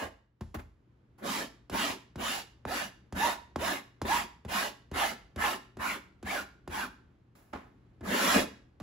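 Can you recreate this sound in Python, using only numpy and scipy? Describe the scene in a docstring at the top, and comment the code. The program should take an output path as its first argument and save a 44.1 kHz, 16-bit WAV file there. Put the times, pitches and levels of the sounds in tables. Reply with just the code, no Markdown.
"""Short, dry rasps on cloth, about two a second: a pet hair scraper pulled over a fabric chair seat.
The toothed blade lands with a tick and a soft thump, then plucks through the fibres while the seat
drums and the steel frame rings. The weave sings briefly where the edge lines up with the threads.
Light brushes fall around the run of strokes, and one longer pull ends it.
A small, faintly humming room answers, heard through a close pair of microphone ports."""
import sys
import numpy as np
from scipy import signal
from scipy.fft import rfft, irfft, next_fast_len
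from scipy.io import wavfile
from scipy.ndimage import uniform_filter1d, map_coordinates

SR = 44100
rng = np.random.default_rng(int(sys.argv[2]) if len(sys.argv) > 2 else 0)


def unload_wav(signal):
    """Save mono or channel-first audio to the path in sys.argv[1] as 16-bit WAV at rate SR, clipped to [-1, 1]."""
    wavfile.write(
        sys.argv[1],
        SR,
        np.round(np.clip(np.atleast_2d(signal).T, -1, 1) * 32767).astype(np.int16),
    )


N = 388962


def amp(db):
    """Decibels to gain."""
    return 10 ** (np.asarray(db) / 20)


def unit(x):
    """Scale to rms 1."""
    return x / np.sqrt(np.mean(x ** 2) + 1e-20)


def along(points, hz):
    """Read a curve of (Hz, value) points on a log frequency axis."""
    freqs, values = np.transpose(points)
    return np.interp(np.log(hz + 1), np.log(freqs + 1), values)


def wobble(rate):
    """A smooth random curve with `rate` knots a second."""
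    places = np.arange(0, N + 16, 16)
    knots = rng.standard_normal(int(N * rate / SR) + 4)
    return np.interp(np.arange(N), places, map_coordinates(knots, [places * rate / SR]))


def filtered(x, response):
    """Shape x with a complex response, given as a function of Hz."""
    size = next_fast_len(N + SR // 4, True)
    spectrum = rfft(x.astype(np.float32), size)
    curve = response(np.fft.rfftfreq(size, 1 / SR)).astype(np.complex64)
    return irfft(spectrum * curve, size)[..., :N]


def resonances(modes, hz):
    """Summed response of (centre Hz, width Hz, dB) modes."""
    return sum(amp(db) * 1j * hz * width / (centre * centre - hz * hz + 1j * hz * width)
               for centre, width, db in modes)


def add(track, s, sound):
    """Mix a sound into a track at s seconds."""
    rest = track[max(round(s * SR), 0):][:len(sound)]
    rest += sound[:len(rest)]


# The colour of the room's noise floor. 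Each row: frequency in Hz, spectral level in dB.
HUSH_SPECTRUM = [(20, -35), (40, -4), (65, 0), (100, -7), (200, -9), (350, -12), (550, -23), (1300, -28),
                 (2500, -35), (5000, -45), (15000, -62)]

def room_tone(hush_db, hum_hz, hum_db, start_db=-10, settle_s=0.92):
    """A bed of low room noise and faint mains hum that starts quieter and comes up."""
    t = np.arange(N) / SR
    drift = amp(1.5 * wobble(5))
    hush = unit(filtered(rng.standard_normal((2, N)), lambda hz: amp(along(HUSH_SPECTRUM, hz))))
    bed = amp(hush_db) * drift * hush
    bed[0] += amp(hum_db + wobble(3.3)) * np.sin(2 * np.pi * hum_hz * t)
    return bed * amp(start_db * np.maximum(1 - (t / settle_s) ** 2, 0))


# The small room's decay. Each row: frequency in Hz, seconds to fall 60 dB.
ROOM_DECAY = [(100, 0.6), (400, 0.38), (1500, 0.41), (5000, 0.41), (14000, 0.25)]

def room_reverb(x):
    """Two diffuse tails, for the direct and the scattered part; the bass hangs on longest."""
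    hz, t, noise = signal.stft(rng.standard_normal((2, SR)), SR, nperseg=256)
    decay = amp(-60 * t / along(ROOM_DECAY, hz)[:, None])
    tail = signal.istft(noise * decay * (1 - np.exp(-t / 0.0009)), SR, nperseg=256)[1]
    return signal.fftconvolve(x[None], tail / np.linalg.norm(tail[0]), axes=1)[:, :N]


# The colour of cloth under the blade. Each row: frequency in Hz, spectral level in dB.
CLOTH_SPECTRUM = [(60, -8), (140, -8.5), (210, 3.5), (340, 2.5), (480, -1.5), (650, 2), (1000, 2.5),
                  (1700, 0), (2500, -4.5), (3500, -10), (4500, -12.5), (7500, -16.5), (12000, -20),
                  (16000, -23.5)]
# The seat's resonances under the cloth. Each row: centre in Hz, width in Hz, level in dB.
SEAT_MODES = [(201, 9.4, 1.5), (255, 29, -1), (370, 8.7, -7), (450, 120, -7), (580, 36, -12),
              (1100, 6.3, -14), (1340, 4, -8.5), (2780, 19, -13.5)]

def fibres(plucks_per_s, spread_db, rub):
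    """Teeth pluck single fibres over a smooth rub; returns a direct and a scattered part."""
    plucks = (rng.random((2, N)) < plucks_per_s / SR) * rng.choice([-1, 1], (2, N))
    strength = amp(spread_db * np.minimum(rng.standard_normal((2, N)), 2))
    force = unit(plucks * strength) + rub * rng.standard_normal((2, N))
    return filtered(force, lambda hz: amp(along(CLOTH_SPECTRUM, hz)) * (1 + resonances(SEAT_MODES, hz)))


def soft_touch(dull_hz):
    """Fibres pressed rather than scraped: a duller rustle of rms 1."""
    pressed = fibres(plucks_per_s=3300, spread_db=6.5, rub=0.65)
    return unit(filtered(pressed, lambda hz: 1 / (1 + 1j * hz / dull_hz)))


# Passing touches. Each row: start in seconds, rustle in dB, hiss in dB relative to the rustle,
# attack in seconds, seconds to fall 60 dB.
BRUSHES = [(0.411, -56, -14.5, 0.0048, .069), (.542, -34.5, -13.5, .0045, .09),
           (.583, -44.5, -16.5, .015, 0.091), (1.178, -58, -7.5, .009, 0.45),
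           (7.35, -60.5, -5, .0036, 0.76), (7.528, -35, -36.5, 0.01, .072), (7.545, -44, -29, 0.01, .36),
           (8.038, -53.5, -10.5, .008, 0.16), (8.804, -55.5, -19.5, 0.0045, .15)]

def brushes():
    """The tool brushes or taps the cloth: a dull rustle with some fibre hiss."""
    t, rustle, hiss = np.arange(SR // 2) / SR, np.zeros(N), np.zeros(N)
    for start, db, hiss_db, attack, t60 in BRUSHES:
        touch = amp(db - 60 * np.maximum(t - attack, 0) / t60) * np.minimum(t / attack, 1)
        add(rustle, start, touch)
        add(hiss, start, amp(hiss_db) * touch)
    return rustle * soft_touch(dull_hz=1497) + hiss * rng.standard_normal((2, N))


# The notes in the seat's thump. Each row: pitch in Hz, level in dB, seconds to fall 60 dB.
CUSHION_MODES = [(52.7, -12, 0.44), (78.8, 0, .17), (120.6, 1, 0.11), (219, -4, 0.11), (345, 0.5, 0.052)]

def cushion_bounce(t):
    """The struck cushion rings in low, damped modes, a little differently each time."""
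    return sum(amp(db + rng.normal(0, 1.2) - 60 * t / t60) * np.sin(2 * np.pi * (hz * t + rng.random()))
               for hz, db, t60 in CUSHION_MODES)


# The blade meets the seat. Each row: time in seconds, then tick, low body and crack in dB before trims.
LANDINGS = [(0.024, -57.5, -43.5, -66), (0.408, -55, -37.5, -54), (0.548, -57, -34, -55.5),
            (1.696, -28.5, -40.5, -45.5), (2.156, -28, -40, -52.5), (2.651, -16, -38, -51.5),
            (3.123, -42.5, -36.5, -49.5), (3.558, -12.5, -36.5, -45.5), (4.015, -16, -34, -43),
            (4.448, -45, -39, -56.5), (4.913, -49.5, -36.5, -53.5), (5.359, -47.5, -36, -49),
            (5.768, -48.5, -40, -57), (6.226, -47, -40, -52.5), (6.675, -25, -41.5, -52),
            (7.531, -59, -49, -59.5), (8.007, -48, -43, -64.5), (8.799, -47.5, -39, -53.5)]

def landings(sweep_hz, glide_s, end_hz, tick_t60, bend_t60, crush_t60, thump_rise_s, crack_hz,
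             tick_trim_db, bend_trim_db, crack_trim_db, thump_trim_db, crush_trim_db):
    """A landing sends a bending wave through the seat, crushes the pile and bounces the cushion."""
    t, hits, crush = np.arange(SR // 3) / SR, np.zeros(N), np.zeros(N)
    cushioned = signal.butter(2, crack_hz, fs=SR, output="sos")
    crack_shape = (amp(-60 * t / 0.025) + amp(-17 - 60 * t / 0.51)) * (1 - np.exp(-t / 0.00036))
    for start, tick_db, body_db, crack_db in LANDINGS:
        glide = glide_s * np.exp(rng.normal(0, 0.24))  # each spot has its own distance to the edge
        phase = 2 * np.pi * np.cumsum(end_hz + sweep_hz / (1 + t / glide)) / SR  # treble arrives first
        tick = amp(tick_db + tick_trim_db - 60 * t / tick_t60)
        bend = amp(body_db + bend_trim_db - 60 * t / bend_t60) * (1 - np.exp(-t / 0.0071))
        noise = signal.sosfilt(cushioned, rng.standard_normal(len(t)))
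        crack = amp(crack_db + crack_trim_db) * crack_shape * noise
        thump_attack = 1 - np.exp(-(t / thump_rise_s) ** 2)
        thump = amp(body_db + thump_trim_db) * cushion_bounce(t) * thump_attack
        add(hits, start + 0.0015, (tick + bend) * np.sin(phase) + crack + thump)
        add(crush, start + 0.0014, amp(body_db + crush_trim_db - 60 * t / crush_t60))
    return hits + crush * soft_touch(dull_hz=900)[0]


# The weave's short notes. Each row: peak time in seconds, half length in seconds, pitch at full
# hand speed in Hz, level in dB relative to the rasp envelope, jitter as a fraction of the pitch.
WEAVE_NOTES = [(0.018, .025, 900, 4.5, 0.13), (1.833, .038, 3236, 2.5, 0.055),
               (2.28, .03, 3660, -3.5, 0.047), (2.715, 0.019, 900, 8, 0.034),
               (3.245, .022, 954, 13, 0.0047), (3.629, .016, 786, 8, .025), (4.131, .028, 965, 12, 0.0064),
               (4.55, .05, 1067, 0.5, 0.054), (5.021, 0.038, 3160, -1, .16), (5.448, .045, 2694, -1, 0.15),
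               (5.91, .028, 2362, 4.5, 0.056), (6.301, .014, 2350, 8, 0.024), (6.388, .026, 1756, 9, .045),
               (6.843, .022, 1712, 9, .035), (8.294, .04, 1348, -4, 0.023)]

def weave(hand, rasp, second_db, third_db, flutter_db, pitch_power):
    """Threads pass under the blade and sing, at a pitch that follows the hand's speed."""
    t, tone = np.arange(N) / SR, np.zeros(N)
    jitter, flutter = wobble(450), amp(flutter_db * wobble(130))
    for peak, half, top_hz, db, uneven in WEAVE_NOTES:
        near = np.abs(t - peak) < np.pi * half
        pitch_hz = top_hz * hand[near] ** pitch_power * (1 + uneven * jitter[near])
        phase = 2 * np.pi * np.cumsum(pitch_hz) / SR
        wave = np.sin(phase) + amp(second_db) * np.sin(2 * phase) + amp(third_db) * np.sin(3 * phase)
        aligned = np.exp(-((t[near] - peak) / half) ** 2 / 2)  # the edge lies along the threads
        tone[near] += amp(db) * aligned * wave
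    return tone * flutter * rasp


# The blade catches. Each row: peak time in seconds, level in dB, half length in seconds.
SNAGS = [(.028, -44, 0.0096), (1.264, -40, 0.042), (1.751, -36.5, .016), (1.905, -38.5, 0.0078),
         (2.212, -40, 0.025), (2.68, -43.5, 0.0069), (4.055, -33, 0.0064), (8.145, -34.5, 0.026),
         (8.365, -26.5, 0.019), (8.41, -35, 0.032)]

def snags():
    """An envelope of brief swells where the blade snags and jolts the seat."""
    t = np.arange(N) / SR
    return sum(amp(db) * np.exp(-np.minimum(((t - peak) / half) ** 2, 20)) for peak, db, half in SNAGS)


# The pulls of the blade. Each row: fastest moment, run-up and slow-down in seconds,
# rasp, seat drumming and fibre hiss in dB, pressure change in dB per second.
STROKES = [(0.005, .08, 0.1, -43, -42.5, -53.5, 4), (1.332, 0.11, 0.17, -38.5, -46, -41, -1),
           (1.825, 0.12, .16, -36.5, -40.5, -40, -1), (2.306, 0.13, 0.15, -37, -49, -39.5, -4),
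           (2.774, .11, .14, -38, -46.5, -42.5, -18.5), (3.262, 0.12, 0.12, -33.5, -42.5, -40.5, -14),
           (3.69, .11, .14, -34.5, -46, -42.5, -19.5), (4.155, 0.11, 0.12, -33.5, -41, -40.5, -25.5),
           (4.586, 0.11, .15, -34.5, -45, -39.5, -12), (5.026, .098, .14, -33, -43.5, -40.5, -13.5),
           (5.468, 0.097, 0.13, -33, -43, -42, -2.5), (5.88, 0.095, 0.13, -36, -45.5, -46, -3.5),
           (6.325, .082, .14, -37.5, -46.5, -45.5, 8.5), (6.79, .1, 0.11, -37, -47.5, -48, -0.5),
           (8.325, 0.3, 0.14, -31, -39, -33, 3.5)]

def strokes(rasp_law, drum_law, hiss_law):
    """The hand's speed (0 to 1) and the rasp, drum and hiss envelopes that follow speed and pressure."""
    t, hand, envelopes = np.arange(N) / SR, np.zeros(N), np.zeros((3, N))
    laws = (rasp_law, drum_law, hiss_law)
    for fastest, run_up, slow_down, *levels_db, pressure in STROKES:
        near = (t - fastest > -run_up) & (t - fastest < slow_down)
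        since = t[near] - fastest
        speed = np.abs(np.cos(np.pi / 2 * since / np.where(since < 0, run_up, slow_down)))
        hand[near] = speed
        for envelope, db, (rising, falling, drift) in zip(envelopes, levels_db, laws):
            power = np.where(since < 0, rising, falling)
            envelope[near] += amp(db + (pressure + drift) * since) * speed ** power
    return hand, *envelopes


def travelling(x, patchy_db, even_hz=6000):
    """Each spot the blade crosses favours other frequencies for a moment; the treble stays more even."""
    hz, _, spectra = signal.stft(x, SR, nperseg=1024)
    patches = rng.standard_normal(spectra.shape[1:])
    for axis in (0, 1):
        patches = uniform_filter1d(patches, size=5, axis=axis)
    colour_db = patchy_db * unit(patches) / np.hypot(1, hz / even_hz)[:, None]
    return signal.istft(spectra * amp(colour_db), nperseg=1024)[1][:, :N]


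# The ring of blade and steel frame. Each row: centre in Hz, width in Hz, level in dB.
FRAME_MODES = [(955, 30, 0.5), (1747, 20, 10.5), (1919, 27, 3.5), (2874, 110, 3), (3670, 220, 2),
               (6200, 71, -1.5)]
# How freely the frame rings as the grip changes. Each row: time in seconds, level in dB.
FRAME_FREEDOM = [(0, -31), (2.3, -9), (2.75, -8.5), (3.25, -5.5), (3.7, -6), (4.15, -11), (4.6, -11),
                 (5.5, -15), (6.8, -52.5), (8.199, -25.5)]

def scrape(rasp, drum, hiss, low_hz, high_hz, air_hz, rasp_db, drum_db, air_db, ring_db, flicker_db):
    """The blade drags through the pile: the seat drums, the blade rasps and rings, the fibres hiss."""
    cloth = travelling(fibres(plucks_per_s=5000, spread_db=0.5, rub=0.65), patchy_db=3.5)
    below = lambda hz, edge: 1 / (1 + (hz / edge) ** 6)
    low = unit(filtered(cloth, lambda hz: below(hz, low_hz)))
    middle = unit(filtered(cloth, lambda hz: below(hz, high_hz) - below(hz, low_hz)))
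    high = unit(filtered(cloth, lambda hz: below(hz, air_hz) - below(hz, high_hz)))
    air = unit(filtered(cloth, lambda hz: 1 - below(hz, air_hz)))
    freedom = amp(ring_db + np.interp(np.arange(N) / SR, *np.transpose(FRAME_FREEDOM)))
    ring = freedom * unit(filtered(cloth, lambda hz: resonances(FRAME_MODES, hz)))
    blade = (middle + ring) / np.sqrt(1 + freedom + freedom ** 2)  # the ring shares the rasp's energy
    fizz = hiss * high + amp(air_db) * np.sqrt(rasp * hiss) * air
    flicker = amp(flicker_db * wobble(150))
    return flicker * (amp(drum_db) * drum * low + amp(rasp_db) * rasp * blade + fizz)


# How the two ports hear. Each row: frequency in Hz, likeness of left and right (1 is identical).
PORT_LIKENESS = [(130, 0.91), (300, 0.96), (640, 0.23), (1400, 0.23), (2200, 0.072), (3500, 0.56),
                 (6800, 0.17), (8200, 0.95)]
# Each row: frequency in Hz, left minus right in dB.
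PORT_BALANCE = [(150, 1), (330, 2), (480, 1.5), (660, -9), (860, -3), (1000, -5), (1550, -0.5), (1800, 1.5),
                (2600, -0.5), (3200, -3.5), (6000, -5.5), (8000, 0.5)]
# Each row: frequency in Hz, lead of the left port in cycles.
PORT_LEAD = [(280, 0), (480, -.13), (900, -.03), (3000, -.05), (6000, -.17), (7300, 0), (8300, .5),
             (9000, .5), (10400, 1), (12000, 1), (12900, 1.5), (14400, 1.5), (15000, 2)]

def microphone_ports(pair):
    """Direct and scattered sound reach the two ports as mid and side, leaning in level and phase."""
    width = lambda hz: np.arccos(np.clip(along(PORT_LIKENESS, hz), -1, 1)) / 2
    mid, side = filtered(pair, lambda hz: np.array([np.cos(width(hz)), np.sin(width(hz))]))
    sign = np.array([[1], [-1]])  # left, right
    lean = lambda hz: np.sqrt(2 / (1 + amp(-2 * sign * along(PORT_BALANCE, hz))))
    lead = lambda hz: np.exp(1j * np.pi * sign * along(PORT_LEAD, hz))
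    return filtered(mid + sign * side, lambda hz: lean(hz) * lead(hz))


def scene():
    """Strokes, brushes and landings in the room; pair[0] is direct sound, pair[1] scattered."""
    # Each law: power of speed while speeding up, power while slowing, drift in dB per second.
    hand, rasp, drum, hiss = strokes(rasp_law=(1.0, 1.85, 0), drum_law=(0.18, 0.58, -11.5),
                                     hiss_law=(1.45, 1.51, 4.2))
    jolts = snags()
    snag_rasp = amp(-9.5) * jolts  # a snag mostly drums, but rasps a little too
    pair = scrape(rasp + snag_rasp, drum + jolts, hiss, low_hz=569, high_hz=3130, air_hz=7960,
                  rasp_db=3.0, drum_db=-0.5, air_db=-5.0, ring_db=1.0, flicker_db=-0.04)
    pair += brushes()
    pair[0] += weave(hand, rasp, second_db=-27, third_db=-28, flutter_db=1.1, pitch_power=0.65)
    pair[0] += landings(sweep_hz=1663, glide_s=0.001, end_hz=30, tick_t60=0.02, bend_t60=0.04,
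                        crush_t60=0.11, thump_rise_s=0.01, crack_hz=7250, tick_trim_db=-7.5,
                        bend_trim_db=13, crack_trim_db=10, thump_trim_db=5, crush_trim_db=-6)
    reverb = amp(-12) * room_reverb(pair[0])
    bed = room_tone(hush_db=-63, hum_hz=120.8, hum_db=-65)
    return microphone_ports(pair + reverb + bed)


def record(dry):
    """Roll off the deepest bass and fade out the very top."""
    bass_hz, top_hz, fade_hz = 38, 15900, 300
    bass_cut = signal.butter(4, bass_hz, "highpass", fs=SR, output="sos")
    return filtered(signal.sosfilt(bass_cut, dry), lambda hz: np.clip((top_hz - hz) / fade_hz, 0, 1))


dry = scene()
out = record(dry)
unload_wav(out)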